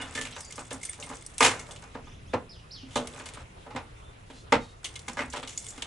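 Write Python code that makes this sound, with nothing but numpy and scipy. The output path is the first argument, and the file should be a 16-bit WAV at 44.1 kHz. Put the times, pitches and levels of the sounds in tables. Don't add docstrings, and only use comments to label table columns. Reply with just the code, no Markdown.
import sys
import numpy as np
from scipy import signal
from scipy.io import wavfile
from scipy.ndimage import uniform_filter1d

SR = 44100
rng = np.random.default_rng(int(sys.argv[2]) if len(sys.argv) > 2 else 0)


def transcribe(u):
    v = np.clip(np.atleast_2d(u).T, -1, 1)
    q = np.round(v * 32767).astype(np.int16)
    wavfile.write(sys.argv[1], SR, q)


def invert_db(x):
    u = np.asarray(x, float) / 20
    return 10 ** u


N = 258602
CONTACT_S = 0.002


# start_s, peak_db, boom_share_db, ring_s
HANDLE_PULLS = [(.71, -32.5, -8, 0.23), (.988, -41.5, -6, 0.5), (1.099, -43, 1.5, 0.21),
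                (1.687, -42, -33, 0.45), (1.951, -30, -6, 0.19), (2.335, -15, -7.5, 0.15),
                (2.831, -55.5, 14.5, 0.3), (2.958, -19, -7, 0.26), (3.138, -44.5, -3.5, 0.61),
                (3.663, -38.5, -9, 0.26), (3.749, -27, 0.5, 0.065), (4.3, -41.5, -3.5, 0.23),
                (4.463, -60, -2, 1), (4.522, -12.5, -7, 0.16), (4.5615, -22, -1, 0.087),
                (5.368, -31, -13, 0.2)]
# start_s, peak_db, boom_share_db, ring_s
LATCH_CATCHES = [(0.364, -34, -57.5, 0.17), (.579, -32, -11, 0.13), (1.122, -39, -18, 0.2),
                 (1.405, -12.5, -11.5, 0.29), (1.423, -17, -13, 0.17), (1.825, -44, -9, 0.32),
                 (2.069, -47, -2.5, 0.22), (3.198, -37, -15, 0.22), (3.369, -47, -18, 0.15),
                 (3.705, -39, -16, 0.17), (3.76, -27, -6.5, 0.19), (5.079, -37.5, -4, 0.33),
                 (5.170, -28.5, -9, 0.24), (5.336, -31.5, -11.5, 0.22), (5.427, -38.5, -7, 0.28),
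                 (4.5235, -7.5, -33, 0.072), (4.541, -21.5, -23, 0.15), (4.554, -21, 6, 0.035)]
# start_s, peak_db, boom_share_db, ring_s
ROD_RAPS = [(0.0, -33, -7, 0.28), (0.153, -37.5, 0, 0.51), (.175, -30, -24, 0.17), (.254, -40.5, -25, 0.38),
            (1.447, -16, -16, 0.37), (3.261, -37.5, -21, 0.11), (5.1895, -24, -14, 0.24),
            (5.203, -31.5, -3.5, 0.26), (5.217, -27.5, -25, 0.09), (5.778, -37.5, -2.5, 0.099)]
# start_s, peak_db, boom_share_db, ring_s
HANDLE_NUDGES = [(0.376, -33, -15, 0.043), (0.591, -31.5, -24, 0.047), (0.604, -37, -3, 0.13),
                 (0.618, -40, -20, 0.081), (0.726, -33.5, 0, 0.05), (0.737, -38, 1, 0.12),
                 (0.758, -40, -10, 0.07), (1.006, -55, -12, 0.055), (1.024, -59, 5, 0.058),
                 (1.067, -39, -7, 0.11), (1.098, -33, -12, 0.065), (1.112, -33, -10, 0.095),
                 (1.133, -37, -12, 0.07), (1.149, -45.5, -16, 0.082), (3.179, -37, -10, 0.07),
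                 (3.372, -32.5, -9, 0.05), (3.398, -45, -13, 0.07), (5.097, -26.5, -10, 0.028),
                 (5.348, -31, -12, 0.07), (5.384, -47, -12, 0.11)]
# favoured_hz, share_1500_to_4000_hz_db
KNOCKING_PARTS = [
    (577, -14.5),
    (1020, -3),
    (1890, -6),
    (1210, -8.5),
]


def knocks():
    return by_part([HANDLE_PULLS, LATCH_CATCHES, ROD_RAPS, HANDLE_NUDGES], KNOCKING_PARTS)


def knock_db(hz):
    s, peak, boom, ring_s, centre, bright = knocks().T
    top = np.interp(np.log(hz), np.log([1200, 2200]), [0, 1]) * (bright + 8)
    bottom = np.interp(np.log(hz), np.log([280, 420]), [1, 0]) * (boom + 10)
    return peak + top + bottom + favoured(hz, centre, lift_db=5.0, octaves=0.41)


# start_s, peak_db, share_1500_to_4000_hz_db, ring_s, free_ring_db
BARREL_TURNS = [(.1501, -23.5, -2.5, 0.29, -9), (.174, -32, 7, 0.11, -6), (.2109, -23.5, -2.5, 0.2, -17),
                (.5916, -32, -33, 0.15, 6), (.7068, -29.5, -2, 0.11, -1.5), (1.0894, -33.5, -15, 0.21, 3),
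                (1.4052, -8.5, -30, 0.15, -14), (1.946, -47.5, 11.5, 0.043, 3),
                (3.7604, -31.5, 2, 0.029, 3), (4.2986, -43.5, 7, 0.22, -11), (5.1317, -32, -26, 0.036, 2),
                (5.3328, -27.5, -1, 0.053, -18), (5.3597, -28.5, 6, 0.16, -13)]
BIG_KEY_TOUCHES = [(.1251, -37, -1, 0.14, -17), (0.506, -30.5, -11.5, 0.06, 4),
                   (0.251, -27, 1.5, 0.15, -30), (0.3634, -30.5, 2, 0.081, -30),
                   (0.8134, -35.5, -10, 0.1, 3), (.8315, -37, -1.5, 0.19, -7), (.889, -38, -8, 0.11, 0),
                   (.9308, -32.5, -2, 0.14, -15.5), (1.4463, -4, -3, 0.17, -18),
                   (1.5935, -26, -11.5, 0.11, -1), (2.3316, -57, 30, 0.038, 2), (3.16, -39.5, 2, 0.14, -27),
                   (3.197, -38, 3, 0.082, -16), (3.2878, -28, -3.5, 0.029, -23),
                   (4.521, -25, 10, 0.12, -20), (5.0809, -23.5, -2.5, 0.11, -7),
                   (5.1696, -35, -16, 0.095, -12), (5.1905, -35.5, -5, 0.1, 16),
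                   (5.206, -30.5, -12, 0.14, -8)]
MIDDLE_KEY_TOUCHES = [(0.0134, -33, -4, 0.22, 7), (0.708, -34.5, 5.5, 0.12, 5.5),
                      (0.308, -35.5, -2, 0.056, 2), (0.323, -42, 10, 0.17, -6),
                      (1.025, -35.5, 7, 0.052, 11), (1.4256, -9.5, -2, 0.27, -12),
                      (1.664, -42.5, 1, 0.051, -3), (1.709, -32, -8.5, 0.14, -0.5),
                      (1.76, -34, -1.5, 0.096, -4), (2.9077, -40, -3.5, 0.97, -11),
                      (2.9558, -17, 0, 0.16, -22), (3.135, -40, 2, .06, -7), (3.2563, -29, -7.5, 0.16, 3),
                      (4.843, -19.5, -2, 0.12, -4), (4.855, -23.5, -7.5, 0.11, 9),
                      (4.9556, -26.5, -3.5, 0.078, 3), (4.9918, -27, -11.5, 0.069, -12),
                      (5.324, -37.5, 4.5, 0.07, 0), (5.429, -39, 8, 0.12, 6), (5.4736, -27, -4, 0.11, -1),
                      (5.777, -32.5, -3.5, 0.13, -2), (5.8205, -23.5, 2, 0.076, -12)]
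SMALL_KEY_TOUCHES = [(0.385, -34, -15, 0.13, -10), (.4454, -32.5, -27, 0.073, -13),
                     (.5227, -34, -0.5, 0.097, -4), (.608, -42, -25, .05, -8),
                     (0.6655, -40.5, -19, 0.074, -5), (.741, -35, -20, 0.055, -5),
                     (1.144, -37, -25, 0.044, -8), (1.168, -34.5, -4, 0.041, 1),
                     (0.999, -29, -8, 0.11, -20), (1.8218, -42, -13, 0.05, -6),
                     (1.838, -40, -25, 0.039, -23), (5.2996, -32.5, -23, 0.09, 3),
                     (5.4902, -33.5, 2.5, 0.28, -7), (5.5752, -25, -13, 0.13, 4.5),
                     (5.683, -37, -30, 0.17, -6)]
RING_PINGS = [(.405, -28.5, -9, 0.083, 0), (0.557, -31, -37, 0.17, -11), (0.7276, -29, -21, 0.14, -0.5),
              (0.8298, -24.5, -11, 0.13, -2), (0.85, -24, -7, 0.092, 1), (0.893, -36.5, -7, 0.14, 4.5),
              (1.031, -35, -2, 0.21, 4), (1.154, -37, -16, 0.094, 6), (1.2216, -43, -2.5, 0.1, 7.5),
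              (1.057, -41.5, -30, 0.11, 6), (1.263, -29.5, -49, 0.047, 5), (1.34, -44.5, -8, 0.29, -6),
              (1.3805, -25.5, -3, 0.19, -3), (1.512, -34, -30, 0.2, 3.5), (1.711, -47.5, -22, 0.39, 2),
              (3.0711, -27, 1, 0.067, -12), (3.3357, -37, 3.5, 0.16, -3), (5.641, -35, -6, 0.36, -2),
              (5.665, -35.5, -1, .1, 3.5), (5.705, -35, -20, 0.065, -4), (5.735, -41, -15, 0.071, -3)]
TAG_PINGS = [
    (.19, -46, -20, 0.12, 3),
    (.45, -40, -20, .15, -6),
    (5.59, -38, -25, .15, 0),
    (5.685, -36, -27, 0.23, 6),
]
BUNCH_PARTS = [
    (1760,),
    (2140,),
    (2940,),
    (6900,),
    (8650,),
    (7634,),
]


def jingle():
    touches = [BARREL_TURNS, BIG_KEY_TOUCHES, MIDDLE_KEY_TOUCHES, SMALL_KEY_TOUCHES, RING_PINGS, TAG_PINGS]
    return by_part(touches, BUNCH_PARTS)


def jingle_db(hz):
    s, peak, lower, ring_s, metal, centre = jingle().T
    reach = np.interp(np.log(hz), np.log([3300, 4800]), [1, 0]) * (lower + 12)
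    return peak + reach + favoured(hz, centre, lift_db=6.0, octaves=0.21)


# start_s, bright_db, dull_db
SLIDES = [
    [(0.0, -30, -36.5), (0.276, -30, -47.5), (1.406, -35, -56), (1.586, -30.5, -48), (1.95, -43, -61)],
    [(2.88, -41, -51), (3.162, -29.5, -48), (3.43, -43, -42.5)],
    [(4.83, -35.5, -47.5), (5.406, -32, -68), (5.86, -31, -41.5)],
]


def sliding_db():
    return np.max([in_time(rows, -150) for rows in SLIDES], axis=0)


# pitch_hz, level_db per Hz
KNOCK_TONE = [(40, -20), (75, -12), (170, -3), (260, -10.5), (350, -5), (520, -8.5), (900, -4),
              (2000, -9.5), (7400, -25.5), (11000, -84)]
# pitch_hz, level_db per Hz
JINGLE_TONE = [(710, -21), (1200, -19.5), (1560, -13), (1800, -32), (2160, -14.5), (3430, -11.5), (8500, 0),
               (11500, -26.5), (15000, -47), (22000, -120)]
# pitch_hz, likeness (-1 to 1)
DOOR_ALIKE = [(60, 0.98), (220, 1), (830, 0.9), (3110, 0.61), (11600, 0.74)]


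def handling():
    blows, touches, chatter = knocks(), jingle(), drift(124.0)
    bright_db, dull_db = sliding_db()

    def envelope(hz):
        longer = (hz / 1000) ** -0.3
        panel_db, keys_db = at_hz(KNOCK_TONE, hz), at_hz(JINGLE_TONE, hz)
        blow_db = knock_db(hz) + panel_db + 4.5
        touch_db = jingle_db(hz) - 7.5 + keys_db
        power = dying(blows[:, 0], blow_db, blows[:, 3] * longer, crack_db=5.5, crack_s=0.015, rise_s=0.0041)
        power += dying(touches[:, 0], touch_db, touches[:, 3], crack_db=5.0, crack_s=0.027, rise_s=0.002)
        power *= invert_db(4.2 * chatter)
        power += invert_db(2 * (bright_db - 23.0 + keys_db) + 7.5 * drift(27.0) + 7.9 * chatter)
        power += invert_db(2 * (dull_db + 5.5 + panel_db) + 2.1 * drift(34.5))
        return np.sqrt(power)
    return bands(envelope, DOOR_ALIKE)


# pitch_hz, level_db, time_to_fall_60_db_s
PANEL_MODES = [(71.5, -10, 0.12), (214.7, -22.5, 0.23), (243.5, -8, 0.37), (264.4, -2.5, 0.24),
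               (442.5, 1.5, 0.064), (460.6, -11.5, 0.39), (508, -6, 0.22), (586, -3, 0.14), (685, -15, 0.1),
               (814.7, -5.5, 0.21), (900, -7, 0.16), (936, 5.5, 0.041), (1222, 1, 0.068),
               (1013, -4.5, 0.12), (1493, -3, 0.06), (1656, 3.5, 0.043), (1900, -15.5, 0.1),
               (2090, -6, 0.11), (2200, -18.5, 0.3), (2200, -20, 0.18), (2466, -11, 0.2),
               (2980, -14, 0.095), (2954, -44, 0.13), (3480, -22, 0.057)]
# pitch_hz, level_db, time_to_fall_60_db_s
KEY_MODES = [(1760, -22.5, 0.21), (2123, -15.5, 0.16), (2167, -8, 0.076), (2941, -22.5, 0.15),
             (3470, -12.5, 0.16), (4700, -21, 0.078), (5114, -2.5, 0.042), (5880, -14, 0.01),
             (6960, 1.5, 0.035), (6780, -19, 0.16), (7700, -8, 0.039), (7634, -24, 0.15), (8030, -1, 0.027),
             (8200, -27, 0.12), (8030, -5.5, 0.14), (8735, -7, 0.12), (10600, -7, 0.065)]


def ringing():
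    blows, touches = knocks(), jingle()
    blow_damping = blows[:, 3] / 0.24
    panel = invert_db(-11.0) * strike(PANEL_MODES, blows[:, 0], knock_db, blow_damping, spread_db=2.5)

    metal_db = touches[:, 4] - 2 * np.clip(touches[:, 2], 0, None)

    def key_db(hz):
        return jingle_db(hz) + metal_db + favoured(hz, touches[:, 5], lift_db=10, octaves=0.04)
    keys = invert_db(-17) * strike(KEY_MODES, touches[:, 0], key_db, touches[:, 3] / 0.26, spread_db=4)
    keys *= invert_db(5.4 * drift(106))

    times = rng.uniform(0, (N - 1) / SR, 400)
    effort_db = sliding_db()[0][np.round(times * SR).astype(int)]
    trembling = invert_db(-6) * strike(KEY_MODES, times, lambda hz: effort_db, 0.1, spread_db=4)
    return panel + keys + trembling


# start_s, pitch_hz, level_db, time_to_fall_60_db_s
SINGLE_NOTES = [(.002, 2870, -37, 0.22), (0.152, 1760, -39.5, 0.18), (.177, 1760, -30, 0.15),
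                (.158, 7600, -42, .15), (.478, 7000, -44, .08), (2.336, 505, -21, 0.12),
                (2.338, 1047, -29.5, .12), (3.708, 847, -44, 0.17), (4.5235, 890.6, -12, 0.067),
                (4.542, 896, -20, 0.1), (4.85, 8700, -47, 0.26), (5.19, 1987, -28.5, .1),
                (5.58, 8200, -42, 0.14), (5.684, 6961, -42, 0.17), (5.685, 7634, -47, 0.2)]


def notes():
    out, t = np.zeros(N + SR), np.arange(SR // 3) / SR
    beat = 0.0128
    for s, hz, level_db, t60 in SINGLE_NOTES:
        pair = np.sin(2 * np.pi * hz * t) + 0.34 * np.sin(2 * np.pi * hz * (1 + beat) * t)
        shape = (1 - np.exp(-t / CONTACT_S)) * invert_db(level_db - 60 * t / t60)
        out[round(s * SR):][:len(t)] += pair * shape
    return out[:N]


# start_s, length_s, slips_per_s, level_db, unevenness (0-1)
SPRING_SQUEAKS = [
    (4.32, .12, 684, -56, .02),
    (4.59, .09, 627, -55, .004),
    (4.66, .09, 627, -61, .012),
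]
# pitch_hz, level_db
SPRING_TONE = [(2500, -22), (3100, -12), (3770, 0), (4400, -8), (5000, -13), (7500, -19), (9000, -30)]


def squeak():
    out, s = np.zeros(N), np.arange(N) / SR
    rub = signal.butter(2, [2800, 8000], "band", fs=SR, output="sos")
    haze = rms_one(signal.sosfilt(rub, rng.standard_normal(N)))
    for start, length, slips, level_db, uneven in SPRING_SQUEAKS:
        swell = np.sin(np.pi * np.clip((s - start) / length, 0, 1)) * invert_db(level_db)
        phase = 2 * np.pi * np.cumsum(slips * (1 + uneven * drift(54.5))) / SR
        comb = np.zeros(N)
        for k in range(4, 14):
            comb += invert_db(at_hz(SPRING_TONE, k * slips) + 2.5 * drift(90)) * np.sin(k * phase)
        out += swell * (comb + invert_db(-3) * haze)
    return out


# start_s, level_db
PIN_DROPS = [
    (.7278, -20),
    (1.2632, -16),
    (1.3822, -3),
    (4.5222, -16),
    (4.8436, -20),
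]


def snap():
    clicks = np.zeros(N)
    for s, level_db in PIN_DROPS:
        clicks[round(s * SR)] = invert_db(level_db)
    return signal.sosfilt(signal.butter(2, 5500, "high", fs=SR, output="sos"), clicks)


# start_s, pitch_hz, level_db
ARCHED_CALL = [
    (0.32, 4900, -63),
    (0.35, 6200, -57),
    (.385, 6150, -59),
    (.44, 4750, -57),
    (0.51, 4650, -64),
]
# start_s, length_s, level_db
FLICKS = [
    (2.04, .055, -60),
    (2.083, .045, -62),
    (2.114, .05, -62),
    (2.258, .075, -61),
]
# start_s, length_s, level_db
FAR_FLICKS = [
    (3.92, .08, -70),
    (4.005, .1, -63),
]
# start_s, start_hz, peak_hz, level_db, fade_db_per_s, length_s, drop_db
FALLING_NOTES = [
    (2.492, 4900, 5350, -48.5, 75, .2, 11),
    (2.705, 3200, 5400, -46, 115, .14, 2),
]


def bird():
    near = [ARCHED_CALL] + [flick(*row) for row in FLICKS]
    song = whistle(near, octave_db=0, wobble=0.012, hoarse=0.5)
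    song = song + whistle([flick(*row) for row in FAR_FLICKS], octave_db=-25, wobble=0.008, hoarse=0.4)
    song = song + whistle([fall(*row) for row in FALLING_NOTES], octave_db=-9, wobble=0.021, hoarse=0.9)
    late = np.roll(song, round(0.008 * SR))
    return song * invert_db(np.array([[-1.5], [1.5]])) + invert_db(-4.5) * space(late, 0.42, cut_hz=9000)


def flick(start, length, level_db):
    low_hz, top_hz, climb_s = 2230, 3550, 0.047
    t = np.linspace(0, length, num=12)
    hz = low_hz + (top_hz - low_hz) * np.sin(np.pi / 2 * np.clip(t / climb_s, 0, 1))
    quieter_db = 5 * np.clip(1 - t / climb_s, 0, 1)
    return np.transpose([start + t, hz, level_db - quieter_db])


def fall(start, start_hz, peak_hz, level_db, fade, length, drop_db):
    climb_hz_per_s, sag_s, sag_to_hz, creep_hz_per_s = 100000, 0.034, 3250, 4500
    t = np.linspace(0, length, num=60)
    climb_s = max((peak_hz - start_hz) / climb_hz_per_s, 0.01)
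    climb = start_hz + (peak_hz - start_hz) * np.sin(np.pi / 2 * np.clip(t / climb_s, 0, 1))
    after = np.clip(t - climb_s, 0, None)
    sag = np.exp(-(after / sag_s) ** 1.7)
    hz = sag_to_hz - creep_hz_per_s * after + (climb - sag_to_hz) * sag
    level = level_db - fade * after - drop_db * (1 - np.exp(-after / sag_s))
    return np.transpose([start + t, hz, level])


def whistle(calls, octave_db, wobble, hoarse):
    out, s = np.zeros(N), np.arange(N) / SR
    for call in calls:
        hz, level_db = uniform_filter1d(in_time(call), size=250)
        on = np.clip((s - call[0][0]) / 0.006, 0, 1) * np.clip((call[-1][0] - s) / 0.01, 0, 1)
        octave = invert_db(octave_db) * np.clip((3550 - hz) / 400, 0, 1)
        phase = 2 * np.pi * np.cumsum(hz * (1 + wobble * drift(150.0))) / SR
        voice = np.sin(phase) + octave * np.sin(2 * phase)
        out += on * invert_db(level_db + 2) * (1 + hoarse * drift(600)) * voice
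    return out


# pitch_hz, level_db per Hz
YARD_TONE = [(12, -31), (20, -2.5), (113, -0.5), (202, -15.5), (513, -12.5), (724, -18.5), (805, -17),
             (1300, -18), (2100, -24.5), (2890, -16.5), (3670, -31.5), (6940, -32.5), (10600, -36),
             (11500, -53), (15000, -78), (22000, -120)]
# pitch_hz, likeness (-1 to 1)
YARD_ALIKE = [(60, 1), (220, 0.82), (830, -0.58), (3110, 0.3), (11600, 0.17)]
# start_s, level_db
WIND_GUSTS = [
    (0.0, -30),
    (0.23, -43),
    (1.32, -37.5),
    (1.55, -37),
    (1.89, -39.5),
    (2.2, -28.5),
    (3.0, -41.5),
    (3.21, -51),
    (5.86, -48),
]


def yard():
    together = drift(1.0)

    def patchy(hz):
        return invert_db(at_hz(YARD_TONE, hz) + 0.9 * together + 2.1 * drift(11.4))
    far = invert_db(-50) * rms_one(bands(patchy, YARD_ALIKE))
    lumpy = rng.standard_normal(N) + 0.22 * rng.standard_normal((2, N))
    wind = rms_one(signal.sosfilt(signal.butter(2, [20, 130], "band", fs=SR, output="sos"), lumpy))
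    gust_db = in_time(WIND_GUSTS)[0] - 18.5 + 0.43 * drift(2.6)
    whine_hz = 9950 + 60 * drift(150)
    whine = invert_db(-75) * np.sin(2 * np.pi * np.cumsum(whine_hz) / SR)
    return far + wind * invert_db(gust_db) + whine


def space(x, t60, cut_hz):
    t = np.arange(SR // 2) / SR
    alike = 0.63
    tail = alike * rng.standard_normal(len(t)) + (1 - alike) * rng.standard_normal((2, len(t)))
    tail = tail * invert_db(-60 * t / t60) * np.clip(t / 0.003, 0, 1)
    tail = signal.sosfilt(signal.butter(1, cut_hz, fs=SR, output="sos"), tail)
    tail /= np.sqrt(np.sum(tail ** 2, axis=1, keepdims=True))
    return signal.fftconvolve(np.broadcast_to(x, (2, N)), tail, axes=1)[:, :N]


def strike(modes, times, level_db, damping, spread_db):
    hz, mode_db, t60 = np.transpose(modes)
    out, t = np.zeros(N + SR), np.arange(int(max(t60) * SR))[:, None] / SR
    waves = np.sin(2 * np.pi * hz * t) * (1 - np.exp(-t / CONTACT_S))
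    chance = rng.standard_normal((len(times), len(modes), 2))
    hit_db = np.transpose([level_db(f) for f in hz])
    heights = invert_db(hit_db + mode_db + spread_db * chance[..., 0]) * np.sign(chance[..., 1])
    for s, height, scale in zip(times, heights, damping * np.ones(len(times))):
        n = int(min(scale, 1) * len(t))
        decay = np.exp(-np.log(1000) * t[:n] / (scale * t60))
        out[round(s * SR):][:n] += (waves[:n] * decay) @ height
    return out[:N]


def dying(times, level_db, t60, crack_db, crack_s, rise_s):
    power, t = np.zeros(N + SR), np.arange(SR // 3) / SR
    rise = 1 - np.exp(-t / rise_s)
    for s, db, ring_s in zip(times, level_db, t60):
        n = min(len(t), int(max(ring_s, crack_s) * SR))
        decay = invert_db(-120 * t[:n] / ring_s) + invert_db(2 * crack_db - 120 * t[:n] / crack_s)
        power[round(s * SR):][:n] += invert_db(2 * db) * rise[:n] * decay
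    return power[:N]


def favoured(hz, centre_hz, lift_db, octaves):
    return lift_db * np.exp(-0.5 * (np.log2(hz / centre_hz) / octaves) ** 2)


def by_part(tables, parts):
    return np.array([(*hit, *part) for table, part in zip(tables, parts) for hit in table])


# pitch_hz, left_minus_right_db
LEFT_LEAN = [(60, -0.5), (220, 0), (830, 0), (3110, -1), (11600, 1.5)]
EDGES = 22 * 2 ** np.arange(0, 9.6, 0.5)


def bands(envelope, likeness):
    out, white = 0, rng.standard_normal((2, 2, N))
    for k, (low, high) in enumerate(zip(EDGES, EDGES[1:])):
        hz = np.sqrt(low * high)
        band = signal.butter(2, [low, high], "band", fs=SR, output="sos")
        mid, side = signal.sosfilt(band, white[k % 2] * envelope(hz))
        alike = np.clip(at_hz(likeness, hz), -0.5, 1)
        lean = at_hz(LEFT_LEAN, hz) / 2
        stereo = np.sqrt(1 + alike) * mid + np.sqrt(1 - alike) * side * [[1], [-1]]
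        out = out + stereo * invert_db(np.array([[lean], [-lean]]))
    return out


def in_time(rows, outside=None):
    s, *columns = np.transpose(rows)
    return [np.interp(np.arange(N) / SR, s, c, outside, outside) for c in columns]


def at_hz(points, hz):
    return np.interp(np.log(hz), np.log(np.array(points)[:, 0]), np.array(points)[:, 1])


def rms_one(x):
    return x / np.sqrt(np.mean(x ** 2) + 1e-20)


def drift(rate):
    r = np.exp(-80 * np.pi * rate / SR)
    slow = signal.lfilter([1], [1, -2 * r, r * r], rng.standard_normal(N // 40 + 2002))[2000:]
    return np.interp(np.arange(N) / 40, np.arange(len(slow)), rms_one(slow))


def scene():
    door = handling() + (ringing() + notes() + squeak() + snap()) * invert_db(np.array([[-0.6], [0.6]]))
    door = signal.sosfilt(signal.butter(1, [150, 205], "bandstop", fs=SR, output="sos"), door)
    echoes = space(door, 0.23, cut_hz=5900)
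    echoes = signal.sosfilt(signal.butter(1, 350, "high", fs=SR, output="sos"), echoes)
    return door + invert_db(-13.5) * echoes + bird() + yard()


def band_limit(x):
    return signal.sosfilt(signal.butter(12, 12200, fs=SR, output="sos"), x)


def record(dry):
    mix = signal.sosfilt(signal.cheby2(16, 44, 11500, fs=SR, output="sos"), dry)
    return band_limit(mix)


dry = scene()
out = record(dry)
transcribe(out)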